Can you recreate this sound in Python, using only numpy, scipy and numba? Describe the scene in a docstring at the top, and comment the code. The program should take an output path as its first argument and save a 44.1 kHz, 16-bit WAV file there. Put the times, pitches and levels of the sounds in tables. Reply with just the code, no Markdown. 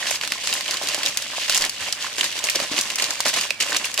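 """Crinkling a bag of foam beads

Fingers squeeze and shake a small plastic bag over a plastic bowl, close to the microphone.
The thin film crumples in bursts of tiny clicks, snaps at its creases and flaps where it is slack.
Foam beads patter onto the pile and make the bowl ring; near the end, one pings off its wall.
The room is small, with a faint mains hum."""
import sys
import numpy as np
from scipy import signal
from scipy.fft import rfft, irfft
from scipy.io import wavfile
from numba import njit

SR = 44100
rng = np.random.default_rng(int(sys.argv[2]) if len(sys.argv) > 2 else 0)


def waveform_to_disk(signal):
    """Save audio, clipped to [-1, 1], as 16-bit WAV at the path in sys.argv[1]."""
    frames = np.transpose(np.atleast_2d(signal))
    scaled = np.clip(frames, -1, 1) * 32767
    samples = np.round(scaled).astype(np.int16)
    wavfile.write(sys.argv[1], SR, samples)


N = 176400


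def undb(db):
    """Turn decibels into a number to multiply a sound by."""
    return 10 ** (np.asarray(db) / 20)


def unit(x):
    """Scale a sound so that its average power is 1."""
    return x / np.sqrt(np.mean(x ** 2))


def colour(x, points, share=1):
    """Make some pitches louder and others softer, along a curve of (pitch_hz, gain_db) points."""
    hz, db = np.array(points, float).T
    size = 2 ** 18
    grid_hz = np.arange(size // 2 + 1) * SR / size
    curve_db = share * np.interp(np.log(grid_hz + 1), np.log(hz), db)
    # fold the filter so that it rings only after a click, never before it
    cepstrum = irfft(np.log(undb(curve_db)))
    cepstrum[1:size // 2] *= 2
    cepstrum[size // 2 + 1:] = 0
    return irfft(rfft(x, size) * np.exp(rfft(cepstrum)))[..., :N]


@njit
def rings(times, hz, cycles, size, out):
    """Add up fading tones; each falls to about a third in its given number of cycles."""
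    for k in range(len(times)):
        fade = hz[k] / (SR * cycles[k])
        step = np.exp(-fade + 2j * np.pi * hz[k] / SR)
        wave = (step - 1) / abs(step - 1) * size[k] * 2 * np.sqrt(fade)
        start = max(int(times[k] * SR), 0)
        for i in range(start, min(start + int(6 / fade), len(out))):
            out[i] += wave.imag
            wave *= step
    return out


def clicks(times, hz, cycles, size, pan_db=0., spread=0.):
    """Stereo clicks; spread makes pitch and timing differ between the ears, more so for high clicks."""
    detune, lag = rng.standard_normal((len(times), 2)).T
    apart = spread * np.minimum(hz / 5000, 1.5)
    ears = []
    for side in (1, -1):  # left, right
        ear_times = times + side * lag * apart * .00008
        ear_hz = np.clip(hz * np.exp(side * 0.32 * apart * detune), 60, .4 * SR)
        ear_size = size * undb(side * pan_db / 2)
        ears.append(rings(ear_times, ear_hz, cycles * np.ones(len(hz)), ear_size, np.zeros(N)))
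    return np.array(ears)


def swarm(centre_hz, octaves, scatter_db, count):
    """Pick random times, pitches, sizes and left-right positions for many tiny clicks."""
    pitch, strength, pan = rng.standard_normal((count, 3)).T
    times = rng.uniform(0, N / SR, count)
    hz = centre_hz * 2 ** (octaves * np.where(pitch > 0, .7 * pitch, pitch))
    size = undb(scatter_db * np.minimum(strength, 2.5))
    return times, hz, unit(size) * np.sqrt(N / count), pan


def squeeze(t, hz):
    """How strongly the squeezing fingers drive clicks at these times and pitches."""
    # squeezes of the bag: start_s, length_s, level_db, extra_bass_db, extra_treble_db
    squeezes = [(0, 0.053, -32.5, 5.5, -21), (0.068, 0.086, -26, -1, 0), (0.222, 0.032, -29.5, 2, -4),
                (0.301, 0.044, -31, -7, -11), (0.434, 0.15, -30, 3.5, 2), (0.679, 0.072, -27.5, 4.5, -12),
                (0.817, 0.029, -29, 3.5, -1), (0.862, 0.091, -26.5, 2.5, -20),
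                (0.977, 0.097, -30.5, 4, -19), (1.052, 0.034, -26, -2, -3), (1.362, 0.13, -27, -22, -27),
                (1.478, 0.064, -22.5, -4, -19), (1.547, 0.024, -19, -2.5, -1), (1.591, 0.076, -25.5, 4, -7),
                (1.797, 0.091, -29.5, 1.5, -8), (2.004, 0.066, -28, -2.5, -12), (2.179, 0.028, -27, 6, 3),
                (2.231, 0.032, -23, -3, -3), (2.352, 0.028, -29, -1, -7), (2.439, 0.011, -26.5, 6.5, 5),
                (2.497, 0.014, -26.5, -9, -23), (2.547, 0.016, -21.5, 5.5, -13),
                (2.589, 0.054, -26.5, 5, -5.5), (2.711, 0.038, -25, 2.5, -16), (2.761, 0.035, -23, 4, -6),
                (2.815, 0.11, -32, 4.5, -5), (2.982, 0.076, -27, 3.5, -4), (3.069, 0.041, -34.5, 10.5, -9),
                (3.251, 0.043, -19.5, -0.5, -4.5), (3.332, 0.016, -22.5, 2, -12),
                (3.36, 0.026, -20.5, 3.5, -6), (3.407, 0.041, -30, 1, -2), (3.601, 0.025, -19.5, -1.5, 1.5),
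                (3.652, 0.058, -30.5, 6.5, -4), (3.725, 0.038, -23, 6, -29), (3.795, 0.02, -33.5, 11.5, -7),
                (3.84, 0.02, -25, -2, -20), (3.985, .03, -23, 11.5, -5)]
    attack_s, release_s = 0.0062, .014
    bass = np.clip(np.log2(2000 / hz), 0, 1)
    treble = np.clip(np.log2(hz / 4000), 0, 1)
    power = 0
    for start, length, db, bass_db, treble_db in squeezes:
        rise = np.clip((t - start) / attack_s + .5, 0, 1)
        fall = np.exp(-np.maximum(t - start - length, 0) / release_s)
        power += (rise * fall * undb(db + bass_db * bass + treble_db * treble)) ** 2
    return np.sqrt(power)


def crumples():
    """Each squeeze makes many tiny spots of film buckle with a click, and bends its broad folds."""
    # tone of the film: pitch_hz, gain_db
    film_tone = [(100, -0.5), (250, 2.5), (600, 0.5), (1400, -6), (2600, 1.5), (4500, 3), (7000, 6),
                 (10000, 3.5), (15000, 0.5)]
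    t, hz, size, pan = swarm(centre_hz=3510, octaves=0.98, scatter_db=3, count=11000)
    buckles = clicks(t, hz, cycles=1.1, size=size * squeeze(t, hz), pan_db=3 * pan, spread=.3)
    t, hz, size, pan = swarm(centre_hz=670, octaves=0.822, scatter_db=1.6, count=5000)
    folds = clicks(t, hz, cycles=1.8, size=size * squeeze(t, hz), pan_db=pan, spread=0.7)
    return undb(-1) * colour(buckles, film_tone) + undb(-17) * folds


def double_ticks():
    """Now and then a wider patch of squeezed film gives way, in a quick double tick."""
    t, hz, size, pan = swarm(centre_hz=4060, octaves=0.9, scatter_db=2.2, count=330)
    size *= squeeze(t, hz)
    first = clicks(t, hz, cycles=0.9, size=size, pan_db=3 * pan, spread=.5)
    gap_s = rng.uniform(0, 0.0011, len(t))
    second = clicks(t + gap_s, hz, cycles=0.9, size=size, spread=0.22)
    return undb(-5.5) * (first + second) / np.sqrt(2)


def beads():
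    """Light foam beads slide out and tick against the film and the pile."""
    # strength of the stream of beads: time_s, level_db
    pour = [(0, -26), (.2, -36), (.4, -28.5), (.7, -28.5), (1.13, -30), (1.28, -28.5), (1.42, -25.5),
            (1.62, -51), (1.72, -32), (1.87, -28), (1.96, -32), (2.14, -30), (2.3, -28), (2.68, -30),
            (3.17, -28.5), (3.45, -26.5), (3.57, -40.5), (3.7, -26.5), (3.92, -32.5), (4, -32.5)]
    # tone of the pile: pitch_hz, gain_db
    pile_tone = [(100, 5), (250, 13), (600, 13), (1040, 3), (1350, -3), (2900, -2.24), (4500, -2.5),
                 (8000, 4), (15000, 0)]
    t, hz, size, pan = swarm(centre_hz=3546, octaves=0.57, scatter_db=1.5, count=9000)
    flow = undb(np.interp(t, *np.array(pour).T))
    patter = clicks(t, hz, cycles=2.58, size=size * flow, pan_db=3 * pan, spread=.38)
    return colour(patter, pile_tone)


def bowl(bag, pile):
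    """The bowl rings along with the bag above it, and a little more with the beads landing in it."""
    # pitches at which the bowl rings: pitch_hz, width_hz, share
    bowl_tones = [(296, 19, 0.7), (582, 79, 0.72), (1048, 57, 1.09), (2870, 550, 0.42), (4560, 173, 0.34)]
    drive = bag + 1.1 * pile
    ringing = sum(share * signal.lfilter(*signal.iirpeak(hz, hz / width, SR), drive)
                  for hz, width, share in bowl_tones)
    return bag + pile + ringing


def room(x):
    """The walls of the small room add a short wash of echoes with little bass."""
    echo_s = 0.23  # time to fade by 60 dB
    age = np.arange(SR // 2) / SR
    tail = rng.standard_normal((2, len(age))) * np.exp(-np.log(1000) * age / echo_s) * (age > .003)
    echoes = signal.fftconvolve(x, unit(tail) / np.sqrt(len(age)), axes=1)[:, :N]
    return x + undb(-13) * colour(echoes, [(300, -10.5), (2500, 2), (12000, 4.5)])


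def air_and_hum():
    """The soft, steady rush of room air and a faint mains hum."""
    # tone of the room air: pitch_hz, gain_db
    air_tone = [(20, -9), (60, -6), (130, -0.5), (220, 8), (400, 4), (1000, 4), (4000, -11), (16000, -11)]
    hum_hz = 102.6
    air = colour(rng.standard_normal(N) + 0.51 * rng.standard_normal((2, N)), air_tone)
    hum = np.sin(2 * np.pi * hum_hz * np.arange(N) / SR)
    return undb(-46.5) * unit(air) + undb(-63) * unit(hum)


def snaps():
    """A crease ticks, then flips with a brief ring; the sound bounces off the fingers and the bowl."""
    # creases snapping through: start_s, level_db, pitch_hz, ring_cycles
    creases = [(0.027, -23, 1970, 1.4), (0.057, -23, 1780, 1.3), (0.1093, -16.5, 7200, 1.1),
               (0.157, -22, 4800, 1.4), (0.2126, -20, 2500, 0.6), (0.236, -21, 1960, 0.4),
               (0.276, -19, 3400, 0.24), (0.321, -14.5, 2370, 0.24), (0.4731, -15.5, 3930, 0.66),
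               (0.5276, -15, 3480, 0.8), (0.5386, -15.5, 5440, 0.24), (0.5882, -33, 4300, 0.71),
               (0.6091, -21.5, 3000, 0.39), (0.6604, -23.5, 2600, 1), (0.6803, -20, 2970, 2.8),
               (0.7103, -16, 4800, 0.75), (0.742, -19.5, 4000, 0.45), (0.771, -19.5, 3540, 0.39),
               (0.8355, -24.5, 4100, 0.41), (0.8728, -19.5, 3700, 0.65), (0.8876, -16, 4460, 0.76),
               (0.897, -28, 5200, .8), (0.946, -15, 4100, 0.35), (0.988, -27, 4370, .7),
               (1.0334, -15.5, 3110, 0.6), (1.0613, -14, 4280, 1.8), (1.0724, -19, 2630, 2.8),
               (1.0868, -20, 5150, 0.65), (1.1732, -12.5, 4640, 0.24), (1.223, -22, 4500, 0.71),
               (1.497, -10, 3960, 0.3), (1.524, -19, 4660, 1.6), (1.5468, -14, 5970, 0.9),
               (1.558, -20, 4100, 0.5), (1.5758, -13, 6000, 0.62), (1.611, -19, 4700, 0.44),
               (1.622, -14.5, 4280, 0.82), (1.6401, -16.5, 2100, 1.3), (1.6502, -16, 4350, 0.31),
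               (1.663, -24, 2550, 0.68), (1.6957, -17.5, 4770, 0.5), (1.9261, -13.5, 4600, 1.5),
               (2.0254, -24, 4330, 0.95), (2.182, -22, 2850, 0.72), (2.2101, -12.5, 3100, 1.0),
               (2.243, -15.5, 3800, 0.35), (2.3262, -25, 3600, .7), (2.391, -21, 3360, 0.57),
               (2.4411, -16.5, 4700, 0.28), (2.4704, -19, 2620, 0.32), (2.4872, -16.5, 2280, 2.2),
               (2.499, -12.5, 5300, 0.27), (2.5577, -15, 5300, 1.2), (2.6009, -18, 2250, 0.32),
               (2.7815, -24, 2200, 0.25), (2.789, -14.5, 4580, 0.49), (2.812, -14, 6000, 0.42),
               (2.9028, -18, 3220, 0.58), (2.9577, -17.5, 5440, 0.5), (2.986, -22, 3520, 0.61),
               (2.999, -17.5, 2370, 1.4), (3.0231, -14.5, 3800, 0.43), (3.042, -17, 4100, 0.66),
               (3.107, -17, 5000, 0.67), (3.136, -26, 5000, 0.88), (3.154, -26, 5300, 0.87),
               (3.2053, -13, 4070, 0.35), (3.258, -22, 3000, 0.46), (3.283, -19, 4700, 0.45),
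               (3.2913, -20, 5300, 0.64), (3.3402, -17.5, 5000, 0.36), (3.412, -16, 4200, 0.23),
               (3.5058, -18, 4450, 1.1), (3.705, -26, 5600, 0.47), (3.7218, -20.5, 1610, 1.2),
               (3.747, -17.5, 2350, 0.56), (3.7648, -15, 3080, 0.86), (3.7677, -16.5, 5800, 1),
               (3.844, -19.5, 2620, 1.7), (3.854, -19, 7850, 1.2), (3.8637, -30, 3900, 0.49),
               (3.916, -27.5, 3980, .7), (3.942, -19, 5070, 0.29), (3.9774, -14.5, 3120, 0.29),
               (3.9935, -16, 7500, 2.4)]
    tick_lead_s, echo_fade_s, ring_share = .0004, 0.0041, 0.2
    t, db, hz, cycles = np.array(creases, float).T
    size = undb(db + 2) * np.sqrt(0.0011 * SR)
    flips = clicks(t, hz, np.maximum(cycles, .3), size, spread=0.24)
    ticks = clicks(t - tick_lead_s, 1.73 * hz, cycles=0.72, size=0.5 * size, spread=0.19)
    direct = flips + ticks
    out = direct.copy()
    age = np.arange(SR // 100) / SR
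    starts = np.maximum((t * SR).astype(int) - 10, 0)
    for start, pitch in zip(starts, hz):
        # the two ears share only part of the echoes
        paths = rng.standard_normal(len(age)) + 0.92 * rng.standard_normal((2, len(age)))
        echoes = paths * np.exp(-age / echo_fade_s) * (age > .0002)
        echoes *= undb(1) / np.sqrt(np.sum(echoes ** 2) / 2)
        snap = direct[:, start:start + len(age) // 2]
        tail = signal.fftconvolve(snap, echoes, axes=1)[:, :N - start]
        ring = signal.lfilter(*signal.iirpeak(pitch, Q=.6, fs=SR), tail)
        out[:, start:start + tail.shape[1]] += (tail + ring_share * ring) / np.sqrt(1 + ring_share)
    return out


def flaps():
    """Slack film flips over with a soft, hollow knock; the few very low knocks are fingers rubbing on the bag."""
    # flaps of the film, and low rubs of fingers on the bag: start_s, level_db, pitch_hz
    flips = [(0.111, -24, 640), (.32, -38, 253), (.815, -24, 680), (.947, -26.5, 595), (1.089, -40, 109),
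             (1.382, -24, 716), (1.498, -26.5, 640), (1.812, -40, 96), (2.441, -28.5, 610),
             (2.602, -21.5, 610), (2.621, -30, 222), (2.715, -24, 276), (2.742, -29.5, 278),
             (3.203, -21.5, 900), (3.257, -19, 613), (3.268, -27.5, 241), (3.509, -29, 584)]
    top_hz = 1590
    t, db, hz = np.array(flips, float).T
    knocks = clicks(t, hz, cycles=0.98, size=undb(db) * np.sqrt(0.0034 * SR))
    return signal.lfilter(*signal.butter(2, top_hz, fs=SR), knocks)


def waft():
    """The swung bag pushes one low puff of air at the microphone."""
    peak_s, width_s = 1.6, 0.074
    t = np.arange(N) / SR
    rumble = colour(rng.standard_normal(N), [(15, 0), (30, -6), (60, -22), (130, -11), (400, -50)])
    return undb(-48) * unit(rumble) * np.exp(-((t - peak_s) / width_s) ** 2)


def ping():
    """A bead strikes the right wall of the bowl: a short knock, then four close tones ring on."""
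    start_s, ring_hz, knock_hz = 3.5065, 2370, 2560
    tones_hz = ring_hz * (1 + 0.0275 * rng.standard_normal(4))
    ring = clicks(np.full(4, start_s), tones_hz, cycles=360, size=np.full(4, undb(-11)))
    knock = clicks(np.array([start_s]), np.array([knock_hz]), cycles=5, size=undb([8.5]), pan_db=-4.5)
    return ring + knock


def scene():
    """The bag and the beads sound over the bowl, in the room."""
    bag = crumples() + double_ticks() + snaps() + flaps()
    close_sounds = bowl(bag, beads()) + ping()
    return room(close_sounds) + air_and_hum() + waft()


def record(dry):
    """Two slightly unlike microphones pick up the sound, clip at full scale and cut the top treble."""
    # how the two microphones differ: pitch_hz, left_minus_right_db
    balance = [(100, 2), (500, -1), (1100, -2.5), (2200, -5), (4500, 0), (8000, -1), (12000, 2.5)]
    # tone of both microphones: pitch_hz, gain_db
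    mic_tone = [(100, 0.5), (400, -3.5), (1250, -1), (1750, 1), (2500, -2.2), (3600, -3), (6500, -1),
                (10000, -3), (13000, -5.5), (16000, -16)]
    right_lag_s, top_hz = .000018, 16200
    left = colour(dry[0], balance, share=.5)
    right = colour(dry[1], balance, share=-.5)
    delay = np.exp(-2j * np.pi * np.fft.rfftfreq(N, 1 / SR) * right_lag_s)
    right = irfft(rfft(right) * delay, N)
    clipped = np.clip(colour(np.array([left, right]), mic_tone), -1, 1)
    return signal.sosfilt(signal.ellip(8, .2, 70, top_hz, fs=SR, output="sos"), clipped)


dry = scene()
out = record(dry)
waveform_to_disk(out)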